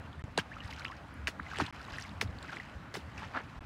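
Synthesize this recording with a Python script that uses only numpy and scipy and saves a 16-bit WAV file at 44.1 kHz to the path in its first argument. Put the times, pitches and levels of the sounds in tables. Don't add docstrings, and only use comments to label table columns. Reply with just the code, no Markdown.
import sys
import numpy as np
from scipy import signal
from scipy.fft import rfft, irfft
from scipy.io import wavfile
from scipy.ndimage import uniform_filter1d

SR = 44100
rng = np.random.default_rng(int(sys.argv[2]) if len(sys.argv) > 2 else 0)


def voltage_ratio(decibels):
    exponent = np.asarray(decibels, float) / 20
    return 10 ** exponent


def log_audio(samples):
    frames = np.atleast_2d(samples).T
    limited = np.clip(frames, -1, 1)
    pcm = np.round(limited * 32767).astype(np.int16)
    wavfile.write(sys.argv[1], SR, pcm)


N = 160965


def evened(x):
    return x / np.sqrt(np.mean(x ** 2) + 1e-20)


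def smooth(x, first, second, axis=-1):
    return uniform_filter1d(uniform_filter1d(x, first, axis=axis), second, axis=axis)


def read(points, hz):
    f, value = np.transpose(points)
    return np.interp(np.log(hz + 1), np.log(f + 1), value)


def add(mix, s, sound):
    part = mix[round(s * SR):][:len(sound)]
    part += sound[:len(part)]


def band(x, hz, width):
    edges = np.clip([hz / (1 + width), hz * (1 + width)], 20, SR / 2.2)
    return signal.sosfilt(signal.butter(2, edges, "bandpass", fs=SR, output="sos"), x)


def noise(spectrum, patchy_db, swell_db, swell_hz):
    frames, hz = N // 256 + 5, np.fft.rfftfreq(1024, 1 / SR)
    real, imag, patches = rng.standard_normal((frames, 513, 3)).T
    patches = uniform_filter1d(patches, size=12, axis=0)
    patches = evened(uniform_filter1d(patches, size=10, axis=1))
    t = np.arange(frames) * 256 / SR
    swell = np.zeros(frames)
    for f, phase in zip(swell_hz * np.geomspace(.05, 1, num=24), rng.random(24)):
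        swell += np.sin(2 * np.pi * (f * t + phase)) / np.sqrt(f)
    level_db = read(spectrum, hz)[:, None] + patchy_db * patches + swell_db * evened(swell)
    z = (real + 1j * imag) * voltage_ratio(level_db)
    return evened(signal.istft(z, nperseg=1024, noverlap=768)[1][:N])


# (f/Hz, level/dB per Hz)
STREET = [(71, -56), (120, -3.5), (240, -9.5), (459, -13.5), (530, -11.5), (1430, -10.5), (5610, -36),
          (11700, -47.5), (15500, -53)]


def street():
    return voltage_ratio(-52) * noise(STREET, patchy_db=1.8, swell_db=.7, swell_hz=5)


# (f/Hz, level/dB per Hz)
WIND = [(15, -55), (30, -16), (75, 6), (155, -2), (295, -7), (340, -18.5), (440, -72), (750, -120)]
# (t/s, length/s, peak level/dB, f/Hz)
PUFFS = [(0.147, 0.088, -43.5, 78), (0.234, 0.02, -34, 108), (.385, 0.018, -35, 170),
         (0.642, 0.03, -36, 82), (1.406, 0.062, -41.5, 77.6), (1.4, 0.014, -40.5, 248),
         (1.616, 0.015, -29, 260), (3.366, 0.014, -37.5, 273), (.17, 0.037, -43.5, 143),
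         (3.553, 0.073, -40.5, 59), (1.176, 0.13, -43, 72), (1.615, 0.0273, -35, 143),
         (2.96, 0.022, -43, 142), (1.6, 0.063, -38, 88), (1.92, 0.022, -37, 76),
         (2.143, 0.058, -42.5, 88.6), (2.242, 0.032, -30.5, 94), (2.281, 0.032, -33.5, 76),
         (2.749, 0.039, -36, 80)]


def wind():
    hz = np.fft.rfftfreq(N, 1 / SR)
    lumps = evened(irfft(rfft(rng.standard_normal(N)) / (1 + (hz / 9) ** 2), N))
    rumble = evened(irfft(rfft(rng.standard_normal(N)) * voltage_ratio(read(WIND, hz)), N))
    out = voltage_ratio(-51 + 2.2 * lumps) * rumble
    for (s, length, db, f), phase in zip(PUFFS, rng.random((len(PUFFS), 1))):
        t = np.arange(0, length, 1 / SR)
        add(out, s, voltage_ratio(db) * np.sin(np.pi * t / length) * np.sin(2 * np.pi * (f * t + phase)))
    return out


# (f/Hz, level/dB)
DROP = [(500, -12.5), (1500, 1.5), (3000, -1), (6000, -10), (16000, -32.5)]
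# (first t/s, thickest t/s, last t/s, level/dB)
SHOWERS = [
    (0.463, 0.753, 1, -51.5),
    (1.414, 1.589, 1.803, -45.5),
    (1.722, 1.977, 2.23, -50.5),
    (2.303, 2.54, 2.795, -52),
    (3.053, 3.19, 3.73, -57.5),
]


def splatter():
    drops_per_s, spread_db, drips_db, thin_db, mist_db = 4000, 3.3, -68, -24, -11
    t = np.arange(N) / SR
    level = voltage_ratio(drips_db)
    for first, thickest, last, db in SHOWERS:
        thinness = np.interp(t, [first, thickest, last], [1, 0, 1], 3, 3)
        level = level + voltage_ratio(db + thin_db * thinness ** 1.4)
    clumps = voltage_ratio(5 * evened(uniform_filter1d(rng.standard_normal(N), size=260)))
    lands = rng.random(N) < drops_per_s / SR * clumps
    size = lands * voltage_ratio(spread_db * np.minimum(rng.exponential(1, N), 4.2))
    kind, out = rng.integers(0, 32, N), np.zeros(N)
    for k, (place, cycles, glide) in enumerate(rng.random((32, 3))):
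        hz = 600 * 22 ** ((k + place) / 32)
        length_s = (3 + 12 * cycles ** 2) / np.sqrt(hz * min(hz, 2500))
        grain = bubble(hz, hz * (1 + .35 * glide), length_s, read(DROP, hz))
        out += signal.oaconvolve(size * (kind == k), grain)[:N]
    mist = noise(DROP, patchy_db=1, swell_db=2, swell_hz=80)
    return (evened(out) + voltage_ratio(mist_db) * mist * np.sqrt(clumps)) * level


# (t/s, peak level/dB, f/Hz)
TICKS = [(0.061, -48, 3000), (.129, -45.5, 3140), (.194, -58, 9000), (0.24, -54.5, 7140), (.374, -44, 4000),
         (0.375, -28, 3500), (.558, -56, 6000), (.636, -44, 3900), (.6435, -54, 7000), (.657, -56, 8500),
         (.676, -46, 4930), (0.7075, -39, 2920), (.712, -59, 7000), (.723, -61, 11000),
         (.7343, -39.5, 5000), (.747, -60, 9000), (0.795, -38.5, 4100), (.806, -57, 8000),
         (.8465, -38, 4430), (.881, -51, 5900), (.9124, -51, 5000), (.917, -39.5, 2190), (.951, -61, 6500),
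         (.966, -52, 5400), (1.0835, -62, 9000), (1.14, -54, 9950), (1.43, -49, 3750), (1.4635, -51, 2200),
         (1.492, -57, 4000), (1.5114, -47, 5030), (1.5413, -52, 5000), (1.558, -34, 2000),
         (1.5612, -40, 4000), (1.570, -34, 2980), (1.662, -36, 3700), (1.665, -36, 3580),
         (1.8145, -45, 4400), (1.828, -51, 6000), (1.842, -57.5, 9400), (1.8496, -41.5, 3400),
         (1.936, -48, 2500), (1.922, -43, 4400), (1.933, -51, 5000), (1.9637, -40, 3800),
         (1.969, -54, 9000), (1.981, -51, 10000), (1.985, -39.5, 5000), (2.0, -46, 8000),
         (2.010, -42, 5500), (2.0228, -35, 5230), (2.038, -49, 8040), (2.0918, -44.5, 3700)]
LATE_TICKS = [(2.275, -46, 3600), (2.386, -42.5, 4000), (2.427, -39, 3840), (2.427, -46, 7960),
              (2.479, -49, 5000), (2.524, -54, 4500), (2.5646, -53, 3500), (2.59, -57, 3000),
              (3.1787, -44.5, 5160), (3.2426, -59, 3500), (3.2496, -51, 5000), (3.3374, -51, 3200),
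              (3.3658, -45, 3300)]


def tick(s, db, hz, hiss):
    t = np.arange(len(hiss)) / SR
    snap = evened(band(hiss, hz, .16)) + voltage_ratio(-15) * evened(band(hiss, hz, 1.1))
    snap = snap * np.minimum(t / .00069, 1) * np.exp(-t / .0018)
    return s, voltage_ratio(db) * snap / abs(snap).max()


# (t/s, first f/Hz, last f/Hz, length/s, peak level/dB)
BUBBLES = [(.280, 600, 590, 0.012, -45.5), (.194, 1840, 1880, 0.02, -50), (0.516, 1660, 3380, 0.035, -40.5),
           (.566, 1290, 1300, 0.014, -38), (0.604, 2870, 2910, 0.011, -37.5),
           (0.616, 1850, 2040, 0.053, -49), (0.691, 870, 910, 0.036, -44), (.726, 2030, 2700, 0.013, -41.5),
           (0.807, 1460, 1650, 0.0089, -45), (0.819, 2070, 2650, 0.0042, -42),
           (0.848, 1180, 4250, 0.0071, -31.5), (.862, 2620, 2930, 0.0038, -32.5),
           (.921, 1690, 1730, .012, -41.5), (1.2722, 2170, 2550, .0012, -19.5),
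           (1.2735, 3230, 3440, .0025, -33), (1.2795, 2640, 2300, .004, -34.5),
           (.387, 1680, 1570, 0.0081, -26.5), (0.858, 1327, 1310, 0.048, -46),
           (.881, 3000, 3300, 0.0035, -36.5), (0.898, 1006, 2540, 0.081, -43.5),
           (1.395, 910, 2380, 0.0074, -33.5), (1.465, 2060, 2100, .018, -40),
           (1.514, 1480, 2060, 0.0082, -35.5), (1.534, 1180, 2620, 0.019, -35.5),
           (1.68, 963, 1010, 0.037, -43.5),]
LATE_BUBBLES = [(1.806, 1360, 2120, 0.015, -40.5), (1.882, 1075, 1144, 0.012, -41.5),
                (1.936, 1587, 1720, 0.014, -39), (1.984, 1840, 1890, 0.0043, -26.5),
                (2.05, 2200, 1890, 0.014, -43), (2.484, 1900, 2300, .01, -41),
                (2.447, 1430, 1500, 0.011, -41.5), (3.341, 1010, 1100, 0.0072, -42),
                (3.350, 1350, 1300, 0.0088, -35), (3.352, 704, 750, 0.018, -41.5),
                (2.494, 1550, 2100, 0.02, -40), (2.528, 1460, 1590, 0.014, -39),
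                (2.569, 2150, 1790, 0.0025, -26), (2.599, 1950, 2000, 0.011, -33.5),
                (3.178, 2590, 2660, 0.012, -39.5), (3.221, 860, 920, 0.02, -40.5),
                (3.36, 1400, 1370, 0.0079, -31), (3.376, 1610, 1570, 0.0053, -26)]


def bubble(first_hz, last_hz, length, db):
    u = np.arange(0, length, 1 / SR) / length
    pitch = first_hz + (last_hz - first_hz) * u ** 1.6
    haste = np.clip((last_hz - first_hz) / length / 1e5 - .4, 0, 1)
    wobble_db = 4 * np.sin(2 * np.pi * u * length * first_hz / 13)
    edge = np.minimum(u / min(.0012 / length, .3), 1) * np.minimum((1 - u) / .2, 1)
    fade_db = -19.5 * ((1 - haste) * u + haste * abs(u - .6) * .6)
    return edge * voltage_ratio(db + fade_db + wobble_db) * np.sin(2 * np.pi * np.cumsum(pitch) / SR)


# (t/s, crack level/dB, pocket f/Hz, pocket level/dB, pocket ring/s)
SLAPS = [(0.3774, -12.5, 1710, -18, 0.005), (1.272, -23.5, 3330, -34, 0.001),
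         (1.281, -31, 1420, -33.5, 0.0076), (1.586, -24, 875, -34, 0.014), (1.600, -39, 1996, -18, 0.0039),
         (1.614, -44, 854, -30, 0.013), (2.2132, -19.5, 3490, -14.5, 0.0018),
         (2.224, -38, 1260, -34, 0.017), (2.941, -31, 810, -35, 0.006), (2.954, -46, 1500, -22, 0.0012),
         (2.969, -57, 595, -35.5, 0.014)]


def slap(s, crack_db, hz, pocket_db, ring_s, hiss):
    drop_s, end_hz, roughness, crack_s, crack_hz = .0025, 230, .5, .0011, 2400
    t = np.arange(len(hiss)) / SR
    churn = evened(smooth(hiss[::-1], 60, 60))
    pitch = end_hz + hz / (1 + t / drop_s) ** 2
    pitch = pitch * (1 + roughness * np.tanh(churn) * np.minimum(t / .005, 1))
    pocket = np.sin(2 * np.pi * np.cumsum(pitch) / SR) * (1 - np.exp(-t / .0006)) * np.exp(-t / ring_s)
    impact = 4 * (np.arange(len(t)) == 8)
    crack = band(hiss * np.exp(-t / crack_s) - impact, crack_hz, 2.5)
    crack = smooth(crack, 3, 2)
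    return s, voltage_ratio(pocket_db) * pocket + voltage_ratio(crack_db) * crack / abs(crack).max()


# (t/s, length/s, level/dB, brightness/dB per octave)
SPRAYS = [(0.381, 0.031, -28.5, -0.5), (1.274, 0.044, -35.5, 2.5), (1.593, 0.04, -32, -1.5),
          (2.2101, 0.041, -34.5, 3.5), (2.482, 0.023, -50, -3), (2.518, 0.031, -43.5, -3.5),
          (2.94, 0.083, -41, 2.5), (3.169, 0.069, -49, -1.5), (3.212, 0.055, -44.5, -5),
          (3.327, 0.07, -35.5, -8.5), (.70, 0.051, -56, 2)]
# (f/Hz, level/dB per Hz)
SPRAY = [(180, -6), (300, -7), (1150, -1.5), (1560, 1), (3580, -10.5), (4750, -12.5), (16000, -40.5)]


def spray(s, length, db, tilt_db, hiss, draw, size):
    grits_per_s, grit_db, torn_db = 3000, 1, 3.8
    hz, u = np.fft.rfftfreq(len(hiss), 1 / SR), np.arange(len(hiss)) / SR / length
    grit = (draw < grits_per_s / SR) * voltage_ratio(grit_db * np.minimum(size, 3.5))
    grit = uniform_filter1d(grit, size=24)
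    z = signal.stft(hiss * (1 + evened(grit)), nperseg=128, noverlap=96)[2]
    torn = uniform_filter1d(rng.standard_normal(z.shape), size=2, axis=0)
    torn = evened(uniform_filter1d(torn, size=5, axis=1))
    source = signal.istft(z * voltage_ratio(torn_db * torn), nperseg=128, noverlap=96)[1][:len(hiss)]
    colour = voltage_ratio(read(SPRAY, hz) + tilt_db * np.log2((hz + 300) / 2000))
    colour = colour * hz ** 2 / (hz ** 2 + 600 ** 2)
    rise = np.clip(.17 - .07 * tilt_db, .04, .6)
    decay = voltage_ratio(-30 * np.maximum(u - rise, 0) ** 1.2) + voltage_ratio(-24 - 11 * u)
    shape = np.minimum(u / rise, 1) * decay
    return s, voltage_ratio(db) * shape * evened(irfft(rfft(source) * colour, len(hiss)))


def fence_echo(near):
    level_db, t60_s, delay_s = -19, .07, .004
    t = np.arange(3000) / SR
    tail = rng.standard_normal(3000) * voltage_ratio(-60 * t / t60_s) * (t > delay_s)
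    return voltage_ratio(level_db) * signal.oaconvolve(near, tail / np.linalg.norm(tail))[:N]


def scene():
    background = street() + wind() + splatter()
    near = np.zeros(N)
    for row in TICKS + LATE_TICKS:
        add(near, *tick(*row, rng.standard_normal(500)))
    for s, *row in BUBBLES + LATE_BUBBLES:
        add(near, s, bubble(*row))
    for row in SLAPS:
        add(near, *slap(*row, rng.standard_normal(3000)))
    for row in SPRAYS:
        add(near, *spray(*row, rng.standard_normal(8192), rng.random(8192), rng.exponential(1, 8192)))
    return (background + near + fence_echo(near))[None]


def band_limit(x):
    return signal.sosfilt(signal.butter(12, 16430, fs=SR, output="sos"), x)


# (from t/s, to t/s)
GAPS = [
    (.2220, .2399),
    (1.7097, 1.7258),
    (3.5912, 3.6068),
]


def record(dry):
    t, heard = np.arange(N) / SR, np.ones(N)
    for start, end in GAPS:
        heard[(t > start) & (t < end)] = 0
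    gapped = dry * uniform_filter1d(heard, size=5)
    low_pass = signal.firwin(255, 15950, window=("kaiser", 8), fs=SR)[None]
    mix = signal.oaconvolve(gapped, low_pass, "same")
    return band_limit(mix)


dry = scene()
out = record(dry)
log_audio(out)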